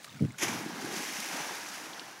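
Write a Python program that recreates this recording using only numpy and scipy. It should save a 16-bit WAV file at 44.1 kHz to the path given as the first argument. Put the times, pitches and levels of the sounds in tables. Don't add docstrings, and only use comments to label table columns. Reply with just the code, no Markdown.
import sys
import numpy as np
from scipy import signal
from scipy.fft import rfft, irfft
from scipy.io import wavfile
from scipy.ndimage import uniform_filter1d

SR = 44100
rng = np.random.default_rng(int(sys.argv[2]) if len(sys.argv) > 2 else 0)


def store_wav(level_fs):
    pcm = np.round(np.clip(np.atleast_2d(level_fs), -1, 1) * 32767)
    wavfile.write(sys.argv[1], SR, pcm.T.astype(np.int16))


N = 97020


def undb(db):
    return 10 ** (np.asarray(db) / 20)


def unit(x):
    return x / np.sqrt(np.mean(x ** 2) + 1e-20)


def envelope(table, column=1):
    rows = np.array(table)
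    return undb(np.interp(np.arange(N) / SR, rows[:, 0], rows[:, column], left=-120))


def colour(x, points):
    hz, db = np.array(points).T
    bin_hz = np.arange(N // 2 + 1) * SR / N
    log_gain = np.log(undb(np.interp(np.log(bin_hz + 1), np.log(hz), db)))
    cepstrum = irfft(log_gain, N)
    cepstrum[1:N // 2] *= 2
    cepstrum[N // 2 + 1:] = 0
    return unit(irfft(rfft(x) * np.exp(rfft(cepstrum)), N))


def smooth(x, samples):
    return uniform_filter1d(uniform_filter1d(x, samples), samples)


def steady(x, samples):
    return x / np.sqrt(smooth(x ** 2, samples) + 1e-12)


def add(out, start_s, sound):
    i = min(max(int(start_s * SR), 0), N - 1)
    out[i:i + len(sound)] += sound[:N - i]


def bubble(hz, cycles, glide):
    age = np.arange(int(cycles / hz * SR) + 2) * (hz / SR)
    phase = 2 * np.pi * age * (1 + glide / cycles / 2 * age)
    flow = np.sin(phase) * np.exp(-np.log(1000) / cycles * age) * (1 - np.exp(-2 * age))
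    return np.diff(flow) * (SR / (2 * np.pi * hz))


def bubble_cloud(low_hz, high_hz, cycles, glide, spread_db, count):
    out = np.zeros(N)
    when, pitch, strength, ring, sign = rng.random((count, 5)).T
    pitches_hz = low_hz * (high_hz / low_hz) ** pitch
    gains = undb(-spread_db * np.log(np.clip(strength, .02, 1))) * np.sign(sign - .5)
    for at_s, hz, ring_cycles, gain in zip(when * N / SR, pitches_hz, cycles * (.5 + ring), gains):
        add(out, at_s, gain * bubble(hz, ring_cycles, glide))
    return unit(out)


def drops(per_s, spread_db, mist):
    chance, strength = rng.random((2, N))
    sign, hiss = rng.standard_normal((2, N))
    gains = undb(-spread_db * np.log(np.clip(strength, .005, 1)))
    hits = (chance < per_s / SR) * np.sign(sign) * gains
    return unit(hits) + mist * hiss


# peak t/s, level/dB, rise/s, fall/s
SLAP_BLOWS = [(0.385, -37.5, 0.0018, 0.035), (0.431, -25.5, 0.015, 0.02), (0.485, -34.5, 0.0054, 0.022),
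              (0.545, -47, 0.021, 0.023)]
# f/Hz, level/dB
SLAP_SPECTRUM = [(50, -25), (150, -25), (320, -5), (520, -17), (800, -15), (1300, -16.5), (2050, -9),
                 (3300, -14), (4200, -23.5), (6000, -10), (7200, -15), (8900, -28.5), (10600, -19),
                 (12300, -24), (14000, -34), (15500, -42)]


def slap(body_hz=900, sink_s=0.028):
    t = np.arange(N) / SR
    power = sum((undb(db) * np.exp(np.minimum((t - peak_s) / rise_s, (peak_s - t) / fall_s))) ** 2
                for peak_s, db, rise_s, fall_s in SLAP_BLOWS)
    tearing = steady(colour(drops(per_s=7400, spread_db=0.0, mist=0.52), SLAP_SPECTRUM), samples=350)
    lows = signal.sosfiltfilt(signal.butter(2, body_hz, fs=SR, output="sos"), tearing)
    immersed = np.clip((t - SLAP_BLOWS[0][0]) / sink_s, 0, 1)
    return (tearing - (1 - immersed) * lows) * np.sqrt(power)


# t/s, level/dB
CHURN_LEVELS = [(0.40, -57), (0.45, -45), (0.53, -41.5), (0.66, -44), (0.75, -47), (0.88, -44), (0.95, -44),
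                (1.1, -49), (1.22, -56), (1.37, -48.5), (1.48, -54), (1.76, -57), (1.88, -55), (2.0, -57),
                (2.2, -72)]
# t/s, f/Hz, level/dB
POCKET_GULPS = [(0.429, 316, -22), (0.492, 211, -30.5), (0.54, 180, -31.5), (0.66, 292, -28.5),
                (0.781, 255, -37.5), (0.825, 246, -28.5), (0.844, 300, -26.5), (0.929, 333, -31.5),
                (0.938, 186, -46), (1.004, 256, -30), (1.101, 246, -38), (1.184, 197, -36),
                (1.301, 281, -36), (1.343, 245, -34.5), (1.508, 324, -39), (1.812, 250, -42),
                (1.866, 295, -39.5), (2.014, 279, -40.5)]


def cavity(start_hz=181, end_hz=314, breakup_s=0.39, spread_oct=0.46, low_cut_hz=104.5):
    cloud = np.zeros(N)
    breakup_start_s = CHURN_LEVELS[1][0]
    for when, pitch_a, pitch_b, strength in rng.random((480, 4)):
        at_s = when * N / SR
        centre_hz = end_hz + (start_hz - end_hz) * np.exp(-max(at_s - breakup_start_s, 0) / breakup_s)
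        scatter = np.sqrt(6) * (pitch_a + pitch_b - 1)
        hz = centre_hz * 2 ** (spread_oct * scatter)
        gain = undb(-2.5 * np.log(strength + 0.018))
        add(cloud, at_s, gain * bubble(hz, cycles=9.2, glide=0.071))
    cloud = signal.sosfilt(signal.butter(6, low_cut_hz, "high", fs=SR, output="sos"), cloud)
    out = steady(cloud, samples=1800) * envelope(CHURN_LEVELS)
    for at_s, hz, db in POCKET_GULPS:
        add(out, at_s, undb(db) * bubble(hz, cycles=15.5, glide=0.44))
    return out


# t/s, froth level/dB, spray level/dB
FALL_LEVELS = [(0.40, -48, -79), (0.45, -37.5, -42), (0.55, -41, -42.5), (0.62, -45, -46.5),
               (0.72, -44.5, -50), (0.80, -43.5, -45.5), (0.90, -44, -43), (0.935, -43, -39),
               (1.1, -47, -38.5), (1.27, -45, -40), (1.38, -39, -40), (1.5, -41.5, -42), (1.62, -46.5, -44),
               (1.78, -47.5, -44), (1.94, -48, -49), (2.08, -49.5, -52), (2.2, -54.5, -53.5)]
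# f/Hz, level/dB
FROTH_SPECTRUM = [(40, -66), (120, -38), (190, -44), (300, 12), (400, -2.5), (520, -9.5), (800, 2.5),
                  (1250, 0), (1650, 6.5), (2400, -2.5), (3600, -1), (6000, -3), (12000, -51)]


def froth():
    cloud = bubble_cloud(low_hz=432, high_hz=4830, cycles=13, glide=0.26, spread_db=1.5, count=7000)
    plashes = drops(per_s=2000, spread_db=1.0, mist=0.3)
    foam = colour(cloud + undb(-3) * plashes, FROTH_SPECTRUM)
    return steady(foam, samples=3000) * envelope(FALL_LEVELS)


# f/Hz, level/dB
SPRAY_SPECTRUM = [(60, -64), (300, -77), (1000, -5.5), (1700, -0.15), (2500, -3.5), (3900, -8),
                  (5000, -3.5), (5900, -0.5), (7000, -5), (8300, -10), (10300, -8.5), (12300, -11.5),
                  (13500, -16.5), (15500, -18.5)]


def spray(flurry_db=0.77):
    fizz = bubble_cloud(low_hz=1916, high_hz=13040, cycles=25.4, glide=0.34, spread_db=0.5, count=3500)
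    patter = drops(per_s=3000, spread_db=0.9, mist=0.62)
    flurry = unit(smooth(rng.standard_normal(N), samples=700))
    shower = steady(colour(patter + undb(-6.5) * fizz, SPRAY_SPECTRUM), samples=3000)
    return shower * envelope(FALL_LEVELS, column=2) * undb(flurry_db * flurry)


# t/s, level/dB, f/Hz, width/oct, fall/s
DROP_TICKS = [(0.031, -52.5, 5130, 2.3, 0.014), (0.0446, -36.5, 1680, 1.8, 0.0017),
              (0.0475, -36, 1900, 2.1, 0.0013), (0.044, -46.5, 7500, 1.2, 0.009),
              (0.222, -50, 8700, 0.43, .002), (0.25, -41.5, 2060, 1.6, 0.002),
              (0.25, -54, 8400, 0.6, 0.0027), (0.321, -48.5, 7800, 0.37, 0.0019),
              (1.088, -42, 6100, 1.0, 0.0036), (1.202, -34, 5500, 1.8, 0.0047),
              (1.687, -39, 5800, 0.83, 0.004), (1.933, -40, 3540, 0.95, 0.0045),
              (1.9953, -31.5, 3460, 1, 0.0021)]
# t/s, f/Hz, level/dB
DRIP_PLINKS = [(0.094, 3600, -41), (0.194, 2250, -41), (0.306, 2100, -43), (0.344, 1450, -44.5),
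               (0.482, 2310, -29.5)]


def spatters():
    out, t = np.zeros(N), np.arange(N) / SR
    for at_s, db, hz, width_oct, fall_s in DROP_TICKS:
        edges_hz = np.clip(hz * 2 ** (np.array([-1, 1]) * width_oct / 2), 50, SR / 2 - 100)
        band = signal.butter(2, edges_hz, "band", fs=SR, output="sos")
        tick = signal.sosfilt(band, rng.standard_normal(N))
        add(out, at_s, undb(db) * steady(tick, samples=100) * np.exp(-t / fall_s))
    for at_s, hz, db in DRIP_PLINKS:
        add(out, at_s, undb(db) * bubble(hz, cycles=63, glide=0.12))
    return out


# t/s, level/dB
GUST_LEVELS = [(0.06, -64), (0.12, -53.5), (0.16, -45), (0.202, -51), (0.209, -23.5), (0.23, -20),
               (0.257, -26), (0.266, -38), (0.30, -39), (0.37, -60)]
# f/Hz, level/dB
GUST_SPECTRUM = [(30, -2.5), (70, -17), (120, 0), (160, 0.5), (290, -5.5), (350, -15.5), (450, -16),
                 (650, -35), (1200, -66)]


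def gust(eddy_at_s=0.207, eddies_per_s=68.58, eddy_fall_s=0.0057, dull_hz=269, release_s=0.034):
    t = np.arange(N) / SR
    strength = envelope(GUST_LEVELS) * np.exp(-np.maximum(t - GUST_LEVELS[-1][0], 0) / release_s)
    eddy_age_s = (t - eddy_at_s) % (1 / eddies_per_s)
    air = rng.standard_normal(N)
    eddies = colour(air * np.exp(-eddy_age_s / eddy_fall_s), GUST_SPECTRUM)
    lowpass = signal.butter(2, dull_hz, fs=SR, output="sos")
    dull = unit(signal.sosfiltfilt(lowpass, colour(air, GUST_SPECTRUM)))
    eddy_share = strength / strength.max()
    return steady(eddy_share * eddies + (1 - eddy_share) * dull, samples=650) * strength


# t/s, level/dB
RIPPLE_LEVELS = [(0, -55.5), (0.1, -53.5), (0.22, -55), (0.37, -61.5), (2.2, -77)]
# f/Hz, level/dB
RIPPLE_SPECTRUM = [(100, -30), (500, -3), (1500, 1.5), (3500, -1), (6500, -0.5), (10000, -6.5),
                   (13000, -17), (15500, -9)]


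def ripples():
    trickle = bubble_cloud(low_hz=1120, high_hz=10100, cycles=35, glide=0.067, spread_db=-1.5, count=1500)
    patter = drops(per_s=1000, spread_db=1.5, mist=0.2)
    lapping = colour(undb(-5) * trickle + patter, RIPPLE_SPECTRUM)
    return steady(lapping, samples=3000) * envelope(RIPPLE_LEVELS)


# f/Hz, level/dB
AIR_SPECTRUM = [(25, 18.5), (60, 3), (150, 2.5), (450, 0.5), (1000, 0.5), (2000, -7), (4000, -7.5),
                (7000, -15.5), (10000, -20), (15500, -21)]


def open_air(level_db=-54.5):
    return undb(level_db) * colour(rng.standard_normal(N), AIR_SPECTRUM)


def courtyard(x, echo_db=-15.5, t60_s=0.65, delay_s=0.02):
    t = np.arange(N) / SR
    reflections = colour(rng.standard_normal(N), [(200, -12.5), (2500, -11.5), (12000, -20.5)])
    tail = reflections * undb(-60 * t / t60_s) * (t > delay_s)
    return x + undb(echo_db) * signal.fftconvolve(x, tail / np.linalg.norm(tail))[:N]


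def scene():
    splash = slap() + cavity() + froth() + spray() + spatters()
    return (courtyard(splash) + ripples() + open_air() + gust())[None]


def record(dry):
    low_cut_hz, top_hz = 108, 15750
    thin = signal.sosfilt(signal.butter(3, low_cut_hz, "high", fs=SR, output="sos"), dry)
    return signal.sosfilt(signal.ellip(12, .2, 70, top_hz, fs=SR, output="sos"), thin)


dry = scene()
out = record(dry)
store_wav(out)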